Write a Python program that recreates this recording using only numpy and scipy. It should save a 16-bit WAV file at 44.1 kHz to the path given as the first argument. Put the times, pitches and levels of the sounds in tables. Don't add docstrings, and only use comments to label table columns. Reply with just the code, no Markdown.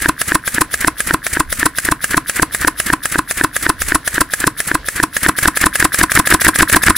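import sys
import numpy as np
from scipy import signal
from scipy.fft import irfft, next_fast_len
from scipy.io import wavfile

SR = 44100
rng = np.random.default_rng(int(sys.argv[2]) if len(sys.argv) > 2 else 0)


def wrap_up_sound(samples):
    columns = np.atleast_2d(samples).T
    tamed = np.clip(columns, -1, 1)
    steps = np.round(tamed * 32767).astype(np.int16)
    wavfile.write(sys.argv[1], SR, steps)


N = 307377
TIME = np.arange(N) / SR

IDLE_TURNS_PER_S = 4
START_ANGLE, TICK_ANGLE, INLET_ANGLE, KNOCK_ANGLE, CLACK_ANGLE = .641, .47, .71, .865, 0

# time in seconds, speed in turns per second.
SPEED = [(0, 3.854), (.68, 3.783), (1.3, 3.833), (2.07, 3.906), (2.42, 3.996), (2.98, 3.908), (3.62, 3.949),
         (4.1, 3.842), (4.34, 3.857), (4.81, 3.46), (5.16, 3.632), (5.36, 5.346), (5.62, 5.479),
         (5.97, 5.198), (6.02, 5.946), (6.36, 6.998), (6.9, 7.343)]


def speed_at(t):
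    return np.interp(t, *np.transpose(SPEED))


VALVE_DELAY = [(0, 0), (TICK_ANGLE, .0107), (INLET_ANGLE, -.005), (KNOCK_ANGLE, -.0066), (1, 0)]


def crank():
    speed = speed_at(TIME)
    turns = START_ANGLE + np.cumsum(speed) / SR
    delay_per_speed = np.interp(turns % 1, *np.transpose(VALVE_DELAY))
    return turns - (speed - IDLE_TURNS_PER_S) * delay_per_speed


def passes(turns, angle):
    whole_turns = np.floor(turns - angle)
    return np.flatnonzero(np.diff(whole_turns) > 0) / SR


IDLE_PRESSURE_DB, PRESSURE_POWER, FLYWHEEL_LAG_S = -0.72, 1.68, 0.058


def pressure_at(t):
    speed_ratio = speed_at(t + FLYWHEEL_LAG_S) / IDLE_TURNS_PER_S
    return IDLE_PRESSURE_DB + PRESSURE_POWER * 20 * np.log10(speed_ratio)


# crank angle in turns, hiss in dB, cylinder rasp in dB, draught in dB.
FLOW = [(0, -51, -28, -56), (.1, -68, -39, -41), (.34, -44.5, -50.5, -51), (0.363, -32, -32, -54),
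        (.40, -27, -35, -50), (.455, -21, -29.5, -40.5), (.50, -22.5, -27.5, -44.5), (.56, -31.5, -45, -44),
        (.67, -29.5, -28, -45), (.70, -28.5, -31, -31), (.73, -15, -21, -24), (.78, -25.5, -19.5, -32.5),
        (0.857, -30.5, -18, -47), (.885, -30.5, -31, -48), (.95, -31, -39, -31), (1, -41, -23, -45)]
# frequency in Hz, level in dB per Hz.
LEAK = [(900, -20.5), (1700, -2.5), (2700, -13.5), (3500, 1.5), (4300, -6.5), (5100, -4), (7600, -12),
        (10200, -1), (11500, -5), (13000, -2), (16000, -10)]
HISS = [(1000, -14.5), (2000, 0), (3000, -10.5), (5000, -8.5), (6200, -7), (8300, -1.5), (10200, -5.5),
        (11300, -6.5), (13000, -7.5), (16000, -13)]
RASP = [(450, -20.5), (650, -19.5), (900, -18.5), (1200, -6.5), (1450, -2), (1700, 1.5), (2050, -2.5),
        (2500, -10.5), (3300, -16), (4300, -19), (7000, -30)]
DRAUGHT = [(15, -18), (60, -2), (100, -6), (150, -6.5), (250, -5.5), (400, -13.5), (650, -19), (1500, -36)]
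# frequency in Hz, width in Hz, level in dB.
PORT = [(10160, 135, 8.5), (10360, 320, 7)]


def air(turns, leak_share=0.74, rasp_follow=1.26):
    angle = turns % 1
    pressure_db = pressure_at(TIME)
    points, *columns = np.transpose(FLOW)
    hiss_db, cavity_db, draught_db = (np.interp(angle, points, c) for c in columns)
    drive_db = np.where(angle > .66, 1, leak_share) * pressure_db
    jet = np.where(angle < TICK_ANGLE, noise(LEAK, PORT), noise(HISS, PORT))
    hiss = jet * undb(hiss_db + drive_db) * flutter(300, depth_db=2.5)
    rasp = noise(RASP) * undb(cavity_db + rasp_follow * drive_db) * flutter(350, depth_db=2.5)
    draught = noise(DRAUGHT, apart=0.047) * undb(draught_db + drive_db)
    return hiss + rasp + draught


# seconds from the clack, level in dB.
BLAST = [(-.016, -72), (-.0112, -55), (-.0092, -19.5), (-.006, -12), (-.0035, -8), (-.001, -12),
         (.003, -21), (.01, -40.5), (0.022, -74)]
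# frequency in Hz, level in dB per Hz.
EXHAUST = [(20, -8), (100, -1.5), (200, -3.5), (480, -4), (850, -3.5), (1200, -3.5), (1800, 0.5),
           (2800, -14), (5200, -8), (6500, -12), (8200, -4), (10200, -7.5), (11300, -10.5), (16000, -18)]


def exhaust(turns, shorten_per_db=0.0046, follow=0.58, blast_db=0.5, scatter_db=1.55):
    lag, shape_db = np.transpose(BLAST)
    clack = passes(turns, CLACK_ANGLE)[:, None]
    pressure_db = pressure_at(clack)
    exhaust_db = blast_db + follow * pressure_db + scatter_db * rng.standard_normal(clack.shape)
    times = clack + lag * (1 - shorten_per_db * pressure_db)
    blast = np.interp(TIME, times.ravel(), undb(shape_db + exhaust_db).ravel())
    return noise(EXHAUST, PORT) * blast * flutter(500, depth_db=0.95)


EXHAUST_LEAD_S, EXHAUST_PUFF_S = .0088, .0013
QUICKER_PER_DB = .028


def puffs(turns, inlet_follow=0.44, inlet_db=-25, exhaust_follow=1.0, exhaust_db=-17.5,
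          knock_follow=0.74, knock_db=-14, clack_follow=0.37, clack_db=-7):
    out = np.zeros((2, N))
    for tick in passes(turns, TICK_ANGLE):
        add_stop(out, tick, width=0.00034, db=0.13 * pressure_at(tick) - 14.5)
    inlets, knocks, clacks = (passes(turns, angle) for angle in (INLET_ANGLE, KNOCK_ANGLE, CLACK_ANGLE))
    for inlet, knock, clack in zip(inlets, knocks, clacks):
        pressure_db = pressure_at(knock)
        quick = 1 - QUICKER_PER_DB * pressure_db
        add_puff(out, inlet + 0.0036, width=0.0026 * quick, db=inlet_db + inlet_follow * pressure_db)
        exhaust_opens = clack - EXHAUST_LEAD_S * quick
        exhaust_puff_db = exhaust_db + exhaust_follow * pressure_db
        add_puff(out, exhaust_opens, width=EXHAUST_PUFF_S * quick, db=exhaust_puff_db)
        add_stop(out, knock, width=0.00085, db=knock_db + knock_follow * pressure_db)
        add_stop(out, clack, width=0.00077, db=clack_db + clack_follow * pressure_db)
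    return out


def add_puff(out, centre, width, db):
    reach = 5 * width
    u = np.arange(-reach, reach, 1 / SR) / width
    push_pull = -u * np.exp((1 - u ** 2) / 2)
    add(out, undb(db) * push_pull[None], centre - reach)


def add_stop(out, end, width, db):
    reach = 5 * width
    u = np.arange(-reach, reach, 1 / SR) / width
    dip = -np.exp(-u ** 2 / 2)
    add(out, undb(db) * dip[None], end - width - reach)


# frequency in Hz, peak level in dB, seconds to fade by 60 dB.
TICK_MODES = [(620, -15.5, 0.014), (1234, -13, 0.013), (1663, -3.5, .017), (2023, -10.5, 0.0097),
              (5000, -23, 0.014), (7200, -13.5, 0.0087), (8140, -14.5, 0.013), (9800, -11, 0.017),
              (10310, -12, 0.015)]
KNOCK_MODES = [(315.4, -7, 0.028), (729, -10.5, 0.0079), (955, -15, 0.035), (1547, 6.5, 0.0088),
               (1781, 5.5, 0.01), (2530, -21, 0.015), (3500, -49, 0.0065)]
CLACK_MODES = [(306.6, -7.5, 0.053), (694, -12, 0.02), (1029, 0.5, 0.03), (1260, 6, 0.0074),
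               (1543, 2, 0.012), (2615, -16.5, 0.025), (4020, -26, 0.027)]
# frequency in Hz, level in dB per Hz.
CRACK = [(800, -10), (2500, 3), (4000, -7.5), (8000, -3), (10500, -10), (11500, -11), (16000, -26)]


def linkage(turns, bounce_s=.0025, bounce_db=-6, crack_db=-10, crack_t60=0.021, knock_force=0.62,
            clack_force=0.23, tick_force=0.078, tick_db=-0.4, tick_scatter_db=1.4):
    out, cracks = np.zeros((2, N)), np.zeros((2, N))
    crack = np.exp(-np.log(1000) * TIME[None, :SR // 10] / crack_t60)
    for tick in passes(turns, TICK_ANGLE):
        blow_db = tick_db + tick_force * pressure_at(tick) + tick_scatter_db * rng.standard_normal()
        add(out, ring(TICK_MODES) * undb(blow_db), tick)
        bounce = tick + bounce_s * (1 + 0.088 * rng.standard_normal())
        add(out, ring(TICK_MODES) * undb(blow_db + bounce_db), bounce)
        add(cracks, crack * undb(blow_db + crack_db), tick)
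    for knock in passes(turns, KNOCK_ANGLE):
        add(out, ring(KNOCK_MODES) * undb(knock_force * pressure_at(knock)), knock)
    for clack in passes(turns, CLACK_ANGLE):
        add(out, ring(CLACK_MODES, detune=0.0023) * undb(clack_force * pressure_at(clack)), clack)
    return out + cracks * noise(CRACK, PORT)


# crank angle in turns, level in dB.
CHATTER = [(.283, -21.5), (.327, -15)]


def chatter(turns, force=1.23, scatter_db=2.5, jitter_s=0.00164):
    out = np.zeros((2, N))
    for angle, db in CHATTER:
        for touch in passes(turns, angle):
            size_db = db + force * pressure_at(touch) + scatter_db * rng.standard_normal()
            add(out, ring(TICK_MODES[1:4]) * undb(size_db), touch + jitter_s * rng.standard_normal())
    return out


# lowest frequency in Hz, highest frequency in Hz, level in dB, seconds to fade by 60 dB.
ROOM = [(59.5, 240, -35.5, 0.33), (465, 2800, -31, 0.23), (2500, 16500, -22, 0.14)]


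def workshop(dry, gap_s=0.012):
    t = TIME[:SR // 2]
    response = 0
    for low_hz, high_hz, db, t60 in ROOM:
        band = signal.butter(2, [low_hz, high_hz], "band", fs=SR, output="sos")
        mid, side = signal.sosfilt(band, rng.standard_normal((2, len(t))))
        stereo = mid + np.array([[1], [-1]]) * side * min(high_hz / 6000, 1)
        tail = stereo * np.exp(-np.log(1000) * t / t60) * (t > gap_s)
        response = response + undb(db) * tail / np.sqrt(np.sum(tail[0] ** 2))
    return signal.fftconvolve(dry, response, axes=1)[:, :N]


# time in seconds, level in dB, length in seconds.
THUMPS = [(1.503, -30, 0.053), (3.85, -27.5, 0.065)]
# frequency in Hz, level in dB per Hz.
RUMBLE = [(15, -19), (40, 2), (75, -2), (130, -21), (300, -21), (650, -17), (1000, -27), (4000, -25.5),
          (16000, -52)]
RUMBLE_DB = -44


def rumble():
    swell = sum(undb(db) * np.exp(-((TIME - s) / length) ** 2) for s, db, length in THUMPS)
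    thumps = swell * noise([(15, 5), (38, 1), (80, 3), (200, -38), (1000, -70)], apart=0.49)
    background = noise(RUMBLE, apart=0.18) * undb(RUMBLE_DB) * flutter(5.2, depth_db=3)
    return background + thumps


def undb(db):
    return np.exp(np.asarray(db) * (np.log(10) / 20))


def noise(colour, resonances=(), spread_hz=10500, apart=0):
    hz, db = np.transpose(colour)
    size = next_fast_len(N, real=True)
    f = np.maximum(np.fft.rfftfreq(size, 1 / SR), 1).astype(np.float32)
    peaks = sum(undb(peak_db) ** 2 / (1 + (2 * (f - centre) / width) ** 2)
                for centre, width, peak_db in resonances)
    gain = undb(np.interp(np.log(f), np.log(hz), db)) * np.sqrt(1 + peaks)
    side_gain = gain * np.minimum(apart + f / spread_hz, 1)
    gains = np.array([gain, side_gain], np.float32)
    bins = rng.standard_normal((2, 2 * len(f)), dtype=np.float32).view(np.complex64)
    mid, side = irfft(bins * gains, size)[:, :N]
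    return np.array([mid + side, mid - side]) / mid.std()


def flutter(rate, depth_db):
    knots = np.arange(0, N / SR + 1, 1 / rate)
    return undb(depth_db * np.interp(TIME, knots, rng.standard_normal(len(knots))))


def ring(modes, detune=0.017, scatter_db=.5, port_lag=.000012):
    hz, db, t60 = np.transpose(modes)[:, :, None]
    level_chance, pitch_chance = rng.standard_normal((2, len(hz), 1))
    sign = (-1) ** np.arange(len(hz))[:, None]
    side_lag = np.array([0, port_lag])[:, None, None]  # seconds, left and right
    t = np.maximum(TIME[:int(t60.max() * SR)] - side_lag, 0)
    decay = undb(db + scatter_db * level_chance) * np.exp(-np.log(1000) * t / t60)
    tones = np.sin(2 * np.pi * hz * (1 + detune * pitch_chance) * t)
    return np.sum(sign * decay * tones, axis=1)


def add(out, sound, start):
    i = int(round(start * SR))
    if 0 <= i < N:
        out[:, i:i + sound.shape[1]] += sound[:, :N - i]


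NEAR_DB, DRAW_BACK_S = 1.5, 0.46


def scene():
    turns = crank()
    engine = air(turns) + exhaust(turns) + puffs(turns) + linkage(turns) + chatter(turns)
    nearness = undb(NEAR_DB * np.exp(-TIME / DRAW_BACK_S))
    return nearness * engine + workshop(engine) + rumble()


TOP_HZ = 15750


def record(dry):
    lowpass = signal.ellip(10, .2, 70, TOP_HZ, fs=SR, output="sos")
    return signal.sosfilt(lowpass, np.clip(dry, -1, 1))


dry = scene()
out = record(dry)
wrap_up_sound(out)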